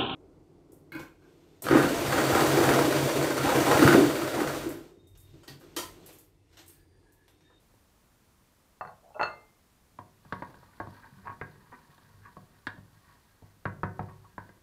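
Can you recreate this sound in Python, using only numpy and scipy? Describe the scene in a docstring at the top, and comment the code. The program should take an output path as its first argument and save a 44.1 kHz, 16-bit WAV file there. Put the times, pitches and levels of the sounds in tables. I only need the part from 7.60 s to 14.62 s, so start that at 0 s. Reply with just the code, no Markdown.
"""A wooden spoon stirs food in a steel pot: friction slips and knocks ring the pot's modes, zone by zone;
the base rocks on the hob and patchy noise makes the food rustle. Before that comes one faint knock, and a
steel lid is nudged, lifted and set down: blows and chatter ring its sheet and handle, one tone lingers.
All is heard close up in a small tiled kitchen: echo from sparse taps, steady noise for air and hiss."""
import sys
import numpy as np
from scipy import signal
from scipy.fft import rfft, irfft
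from scipy.io import wavfile
from scipy.ndimage import uniform_filter1d

SR = 44100
rng = np.random.default_rng(int(sys.argv[2]) if len(sys.argv) > 2 else 0)


def rack_gain(trim_db):
    """Turn a fader trim in dB into the linear factor to multiply a signal by."""
    fader = np.asarray(trim_db, float)
    return 10 ** (fader / 20)


def wav_out(sig):
    """Save sig, one row per channel (or a flat mono array), as 16-bit PCM at SR to the path in sys.argv[1]."""
    wavfile.write(sys.argv[1], SR, np.round(np.clip(np.atleast_2d(sig).T, -1, 1) * 32767).astype(np.int16))


N = 309582

# Still room and microphone hiss. Each row: frequency in Hz, relative density in dB per Hz.
AIR_SPECTRUM = [(12, -39.5), (20, -9.5), (54, -2.5), (171, -8.5), (207, -8.5), (382, -14.5), (452, -15.5),
                (667, -17.5), (725, -18.5), (1040, -17.5), (2680, -25.5), (13100, -29), (15500, -30.5)]
# Echo of the kitchen. 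Each row: frequency in Hz, t60 in seconds.
KITCHEN_DECAY = [(100, 0.65), (500, 0.51), (1500, 0.29), (4000, 0.34), (10000, 0.24)]

# Lid sheet. Each row: frequency in Hz, relative level in dB, t60 in seconds when free.
SHEET_MODES = [(375, -11.5, 0.21), (429, -11.5, 0.26), (540, -9.5, 0.2), (600, -9, 0.14), (743, 1, 0.21),
               (777, -17, 0.46), (860, 1, 0.11), (884, -18, 0.15), (980, -7, 0.15), (1060, -9, 0.35),
               (1100, -7.5, 0.15), (1207, -10, 0.47), (1326, -6, 0.15), (1523, -6.5, 0.23),
               (1560, -15, 0.61), (1637, -18, .3), (1743, -13, 0.25), (1990, -14, 0.26), (1920, -16, 0.045)]
# Solid handle of the lid. Each row: frequency in Hz, relative level in dB, t60 in seconds when free.
HANDLE_MODES = [(2652, 6, 0.11), (2650, -1, 0.2), (3530, -13, .05), (4307, -2.5, 0.11), (4310, -13, 0.1),
                (6440, -23, 0.09), (6600, -22.5, 0.15), (7500, -29.5, 0.09), (8200, -34.5, 0.093),
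                (9500, -33, 0.11)]
# Lid blows. Each row: start in seconds, relative level in dB, handle ring and air push as relative
# levels in dB within the blow, freedom to ring 0-1.
LID_BLOWS = [(1.21, -27, -21, 1, 0.46), (1.25, -36.5, -34, -8, 0.24), (1.273, -39, -18, -7, 0.45),
             (1.595, -23.5, -30, -2.5, 0.68), (1.6117, -26, -5, 24.5, .6), (1.6188, -30, -15, 16, .6),
             (1.63, -19, -6.5, 3.5, 0.78)]
# Lid sliding and chattering on the rim. Each row: time of full press in seconds, length in seconds,
# drive in dB, centre of the contact noise in Hz, its width in octaves.
LID_SLIDES = [(1.213, 0.11, -41, 914, 0.59), (1.428, 0.084, -54.5, 620, 0.56),
              (1.488, 0.036, -49.5, 740, 0.42), (1.546, 0.041, -38, 700, 0.6),
              (1.598, 0.1, -31.5, 1200, 0.8)]

# Pot with food in it. Each row: frequency in Hz, relative level in dB, t60 in seconds when not held.
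POT_MODES = [(51.7, -16.5, 0.74), (101.6, -1, 0.35), (148, -1.5, 0.19), (191.2, -6.5, 0.15),
             (247, 4.5, 0.19), (322, 1, 0.16), (378.6, -4, 0.76), (438, -5, 0.2), (515, 1, 0.13),
             (575.3, -6.5, 0.47), (724, -0.5, 0.51), (920, -42, .25), (904.5, 11, 0.058),
             (1022, -3.5, 0.21), (1068, -9.5, 0.48), (1090, -0.5, 0.23), (1210, -4, 0.11),
             (1360, -9, 0.044), (1558, -3.5, 0.087), (1517, -5.5, 0.33), (1616, 4, 0.045),
             (1814, -13, 0.47), (1868, -3, 0.13), (2030, -12, 0.21), (2370, -15.5, 0.19),
             (2440, -14.5, 0.067), (2780, -8, 0.13), (3234, -7.5, 0.21), (3687, -6, 0.11),
             (4480, -9, 0.036), (6430, -27.5, .05), (9000, -27, .04)]
# Upper limits of base, belly, wall and upper wall; the rim lies above. Each entry: frequency in Hz.
POT_ZONE_TOPS_HZ = [220, 800, 1300, 2700]
# Wet food. Each row: frequency in Hz, relative density in dB per Hz.
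RUSTLE_SPECTRUM = [(2500, -4.5), (3500, -2), (4500, 2), (5500, -8), (8000, -15), (11000, -7.5),
                   (14000, -11.5)]
# How hard the spoon works the food. Each row: time in seconds, effort in dB.
STIR_EFFORT = [(2.3, -83), (2.55, -78), (2.75, -60.5), (2.9, -60.5), (3.15, -64.5), (3.34, -58), (3.5, -64),
               (3.85, -65.5), (4.15, -64.5), (4.45, -66), (4.95, -69.5), (5.13, -76), (5.3, -73),
               (5.5, -63), (5.68, -74.5), (5.89, -71.5), (6.11, -85), (6.4, -69), (6.77, -73), (6.91, -66),
               (7.02, -84)]
# Short scrapes along the wall. Each row: start in seconds, swell in seconds, fade in seconds,
# wall drive in dB, belly and upper wall drive against it in dB.
WALL_SCRAPES = [(3.419, 0.0083, 0.048, -52, -6), (3.643, 0.027, 0.076, -41.5, -8),
                (4.118, 0.0083, 0.03, -49.5, -2), (4.619, 0.041, 0.042, -56, -3.5),
                (6.47, 0.017, 0.032, -53, -7), (6.64, 0.0094, 0.017, -49.5, -21)]
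# Base rocking on the hob. Each row: centre in seconds, peak drive in dB, half length to 1/e in seconds.
BASE_ROCKS = [(2.807, -45, 0.017), (3.69, -54, .12), (4.14, -70, 0.11), (4.616, -63, 0.083),
              (5.115, -58, 0.089), (6.224, -55, .045), (6.356, -56, 0.065)]
# Spoon on pot. Each row: start in seconds, relative level in dB, pitch of the tock in Hz,
# base thump and rim as relative levels in dB within the knock.
SPOON_KNOCKS = [(0.139, -63, 930, -1, -22), (2.388, -33.5, 1060, -19, -29.5), (2.65, -51, 1145, -6, -26),
                (2.724, -24, 1110, -18.5, -24), (2.822, -25, 1112, -21.5, -38),
                (2.942, -45, 1510, -27, -23), (3.029, -46.5, 830, -22, -30), (3.201, -24.5, 866, -21, -42),
                (3.271, -40, 1100, -9.5, -27), (3.813, -24, 1583, -19, -37), (4.379, -49.5, 940, -27, -17),
                (4.768, -41, 1116, -10, -31), (5.069, -20, 1576, -28.5, -22), (5.178, -53, 1560, 5.5, -18),
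                (5.822, -53.5, 866, 1.5, -20), (6.054, -23.5, 1380, -10.5, -31.5),
                (6.233, -21, 1276, -12.5, -34.5), (6.393, -27.5, 1280, -8, -36),
                (6.78, -30.5, 1020, -17, -37), (6.891, -45.5, 1105, -12, -28)]


def evened(x):
    """Scales to rms 1."""
    return x / np.sqrt(np.mean(x ** 2) + 1e-20)


def read(points, hz):
    """Reads a table on a log-frequency axis."""
    f, value = np.transpose(points)
    return np.interp(np.log(hz + 1), np.log(f + 1), value)


def add(mix, start_s, sound):
    """Mixes a sound in at start_s."""
    part = mix[round(start_s * SR):][:len(sound)]
    part += sound[:len(part)]


def curve_gain(s, db):
    """Gain along a level curve, -140 dB outside it."""
    return rack_gain(np.interp(np.arange(N) / SR, s, db, -140, -140))


def coloured(spectrum, size=N):
    """Noise of rms 1 with the given spectrum."""
    shape = rack_gain(read(spectrum, np.fft.rfftfreq(size, 1 / SR)))
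    return evened(irfft(rfft(rng.standard_normal(size)) * shape, size))


def held(modes, share):
    """A hand or the rim still touching shortens every ring."""
    return [(hz, db, t60_s * share) for hz, db, t60_s in modes]


def ring(modes, spot_db, choke_db, choke_s, crowd_db, crowd_t60_s, contact_s):
    """One blow: named modes, favoured by the spot struck, over a crowd of modes too dense to tell apart."""
    hz, db, t60_s = np.transpose(modes)[:, :, None]
    t = np.arange(SR // 2) / SR
    luck = rng.standard_normal((len(modes), 2))
    decay = rack_gain(db + spot_db * luck[:, :1] - 60 * t / t60_s)
    waves = np.sign(luck[:, 1:]) * decay * np.sin(2 * np.pi * hz * t)
    low, high = hz[0, 0], hz[-1, 0]
    outline = [(low / 4, -100), (0.61 * low, -40)]
    outline += [m[:2] for m in modes]
    outline += [(1.42 * high, -45), (2 * high, -100)]
    crowd = coloured(outline, size=len(t)) * rack_gain(crowd_db - 60 * t / crowd_t60_s)
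    crowd *= np.linalg.norm(rack_gain(db))
    soft = 1 - np.exp(-(t / contact_s) ** 2)  # the contact takes a moment to build
    choke = rack_gain(choke_db * np.exp(-t / choke_s))  # the first loud swing is choked fast
    sound = (waves.sum(0) + crowd) * choke * soft
    first = round(SR * max(.006, 2 / low))
    return sound / np.sqrt(np.mean(sound[:first] ** 2))  # rms 1 over the onset


def rubbed(modes, gain, per_s, uneven_db, crowd_db=0.0, crowd_t60_s=0.087, spot_db=5.5, wander_s=.15, count=4):
    """Friction: tiny uneven slips, scaled by the stroke, ring the body; the spot rubbed keeps wandering."""
    slips = (rng.random(N) < per_s / SR) * rack_gain(uneven_db * np.minimum(rng.exponential(1, N), 4))
    slips = slips * rng.choice([-1, 1], N)
    drive = evened(slips) * gain
    spot = rng.integers(0, count, N)[(np.arange(N) / SR / wander_s).astype(int)]
    out = np.zeros(N)
    for k in range(count):
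        body = ring(modes, spot_db, 0, 1, crowd_db, crowd_t60_s, 0.00023)
        out += signal.oaconvolve(drive * (spot == k), body / np.linalg.norm(body))[:N]
    return out


def zones():
    """The pot's modes grouped as base, belly, wall, upper wall and rim."""
    zone = np.searchsorted(POT_ZONE_TOPS_HZ, [m[0] for m in POT_MODES])
    return [[m for m, z in zip(POT_MODES, zone) if z == k] for k in range(len(POT_ZONE_TOPS_HZ) + 1)]


def air():
    """Still room and microphone hiss: steady coloured noise."""
    return rack_gain(-65) * coloured(AIR_SPECTRUM)


def kitchen(x):
    """Echo: sparse taps of random sign, one in every 20 samples, each band dying at its own speed."""
    taps = np.zeros(SR // 2)
    at = np.arange(200, SR // 2 - 20, 20)
    taps[at + rng.integers(0, 20, len(at))] = rng.choice([-1., 1.], len(at))
    hz, t, z = signal.stft(taps, SR, nperseg=256)
    decay = rack_gain(-60 * t / read(KITCHEN_DECAY, hz)[:, None])
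    tail = signal.istft(z * decay, SR, nperseg=256)[1]
    return signal.oaconvolve(x, tail / np.linalg.norm(tail))[:N]


def sing():
    """One free tone of the lid comes up as the clatter settles, then dies away."""
    start_s, rise_s, hold_s, t60_s = 1.665, 0.018, 0.074, 0.5  # the hold includes the rise
    tone_hz, rms_db = 2094, -58.5
    since_s = np.arange(N) / SR - start_s
    rise = np.clip(since_s / rise_s, 0, 1)
    level = rise * rack_gain(rms_db - 60 * np.maximum(since_s - hold_s, 0) / t60_s)
    return np.sqrt(2) * level * np.sin(2 * np.pi * tone_hz * (since_s + start_s))


def slide():
    """The rim chatters on steel; the band that the contact excites glides from one tilt of the lid to the next."""
    rise_s, fade_db = 0.0087, -15.5  # the fade, reached at the length, steepens on the way
    s, length_s, db, centre_hz, width_oct = np.transpose(LID_SLIDES)[:, :, None]
    since_s = np.arange(N) / SR - s
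    rise = np.clip(1 + since_s / rise_s, 0, 1) ** 2
    press = rise * rack_gain(db + fade_db * np.clip(since_s / length_s, 0, 3) ** 2)
    chatter = rubbed(SHEET_MODES, press.sum(0), 1200, 4.8, crowd_db=9.0, crowd_t60_s=0.094, spot_db=-1.0)
    hz, t, z = signal.stft(chatter, SR, nperseg=512)
    middle_s = (s + length_s / 2)[:, 0]
    centre = np.interp(t, middle_s, centre_hz[:, 0])
    away = np.log2((hz[:, None] + 1) / centre) / np.interp(t, middle_s, width_oct[:, 0])
    sheet = signal.istft(z * rack_gain(-6 * away ** 2), SR, nperseg=512)[1][:N]
    buzz = (press * rack_gain(-28.5 + 1.9 * (db + 40.5))).sum(0)  # harder slides shake the handle more
    return sheet + rubbed(HANDLE_MODES, buzz, 200.3, 2.3, crowd_db=-38.5, spot_db=5.5)


def lid():
    """Hard clacks push the air once and ring sheet, handle and pot base over the sliding."""
    out = slide() + sing()
    base = zones()[0]
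    u = (np.arange(SR // 2) / SR - .0012) / .00024  # centre and width in s
    push = (u ** 2 - 1) * np.exp(-u ** 2 / 2)  # a dip between two small rises
    for s, db, handle_db, push_db, free in LID_BLOWS:
        blow = ring(held(SHEET_MODES, free), 5.9, 10.8, 0.0046, -0.81, 0.21 * free, 0.00068)
        blow += rack_gain(push_db) * push
        base_db = -26 - 0.93 * (db + 24.5)  # so the thump hardly grows with the blow
        blow += rack_gain(base_db) * ring(base, 1.7, 4., 0.019, -8.0, 0.49, 0.00097)
        blow += rack_gain(handle_db) * ring(held(HANDLE_MODES, free), 4.1, 0.69, 0.028, -21.5, .12, .0004)
        add(out, s, rack_gain(db - 7.0) * blow)
    return out


def rustle(s, over_db):
    """Wet food: coloured noise with a patchy level that follows the effort."""
    patchy = rack_gain(3.4 * evened(uniform_filter1d(rng.standard_normal(N), 300)))
    return curve_gain(s, -73.5 + 0.66 * over_db) * evened(patchy * coloured(RUSTLE_SPECTRUM))


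def rocking(base, s, over_db):
    """The base rocks on the hob: slips that follow the effort, with separate swells, ring its modes."""
    t = np.arange(N) / SR
    sway = curve_gain(s, -68 + 0.36 * over_db)
    sway += sum(rack_gain(db) * np.exp(-((t - at) / half_s) ** 2) for at, db, half_s in BASE_ROCKS)
    return rubbed(base, sway, 150, 7.3, crowd_db=-4.5, crowd_t60_s=0.25)


def strokes():
    """Pressure of the scrapes on belly, wall and upper wall: each swells, then fades."""
    t, out = np.arange(N) / SR, np.zeros((3, N))
    for s, swell_s, fade_s, db, spread_db in WALL_SCRAPES:
        shape = np.interp(t, [s, s + swell_s, s + swell_s + fade_s], [0, 1, 0])
        out += rack_gain(db + np.array([[spread_db], [0], [spread_db]])) * shape
    return out


def stirring():
    """The spoon rubs and scrapes the wall, rocks the base on the hob and rustles the wet food."""
    base, *walls, rim = zones()
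    s, effort_db = np.transpose(STIR_EFFORT)
    over_db = effort_db + 65  # against the usual effort
    rub = curve_gain(s, effort_db) * rack_gain([[-8.], [-4.], [-5.]]) + strokes()  # belly, wall, upper wall
    out = rocking(base, s, over_db) + rustle(s, over_db)
    for zone, gain in zip(walls, rub):
        out += rubbed(held(zone, 0.38), gain, 900, 5.8, crowd_db=-4.0, spot_db=6.5, wander_s=.07)
    return out


def favoured(modes, tock_hz):
    """Lifts modes close to the tock's pitch and lowers those octaves away."""
    out = []
    for hz, db, t60_s in modes:
        octaves = np.log2(hz / tock_hz)
        out.append((hz, db - 4.5 * octaves ** 2 + 6.9 * np.exp(-(octaves / 0.079) ** 2), t60_s))
    return out


def knocks():
    """Each knock is a short wooden tock that favours wall modes near its pitch; base, belly and rim join in."""
    base, belly, wall, upper, rim = zones()
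    out, t = np.zeros(N), np.arange(SR // 2) / SR
    for s, db, tock_hz, base_db, rim_db in SPOON_KNOCKS:
        blow = rack_gain(-8.0) * ring(favoured(wall + upper, tock_hz), 4.9, 11.8, 0.0064, -2.5, 0.14, 0.0008)
        tock = np.sin(2 * np.pi * tock_hz * t) * np.exp(-t / 0.0039) * (1 - np.exp(-t / 0.00018))
        blow -= rack_gain(-3.5) * tock
        blow += rack_gain(base_db - 1.5) * ring(base, 2.8, 4.4, 0.031, -14.0, 0.45, 0.0053)
        # deeper thumps and lower tocks bring in more belly
        belly_db = -3.5 + 0.44 * base_db - 4 * np.log2(tock_hz / 1000)
        blow += rack_gain(belly_db) * ring(held(belly, 0.83), 1.8, 16.1, 0.0091, -0.9, 0.24, 0.00051)
        blow += rack_gain(rim_db - 2.0) * ring(rim, 1, 19.0, 0.016, -1.3, 0.091, 0.000096)
        add(out, s, rack_gain(db) * blow)
    return out


def scene():
    """Pot and lid, their echo off the tiles, and the still air."""
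    near = knocks() + lid() + stirring()
    return (near + rack_gain(-10.5) * kitchen(near) + air())[None]


def roll_off(x):
    """The treble ends steeply here."""
    return signal.sosfilt(signal.butter(12, 15670, fs=SR, output="sos"), x)


def record(dry):
    """A steep low-pass limits the band to about 15.7 kHz."""
    edge = signal.firwin(511, 15680, window=("kaiser", 9), fs=SR)
    mix = signal.oaconvolve(dry, edge[None], "same")
    return roll_off(mix)


dry = scene()
out = record(dry)
wav_out(out)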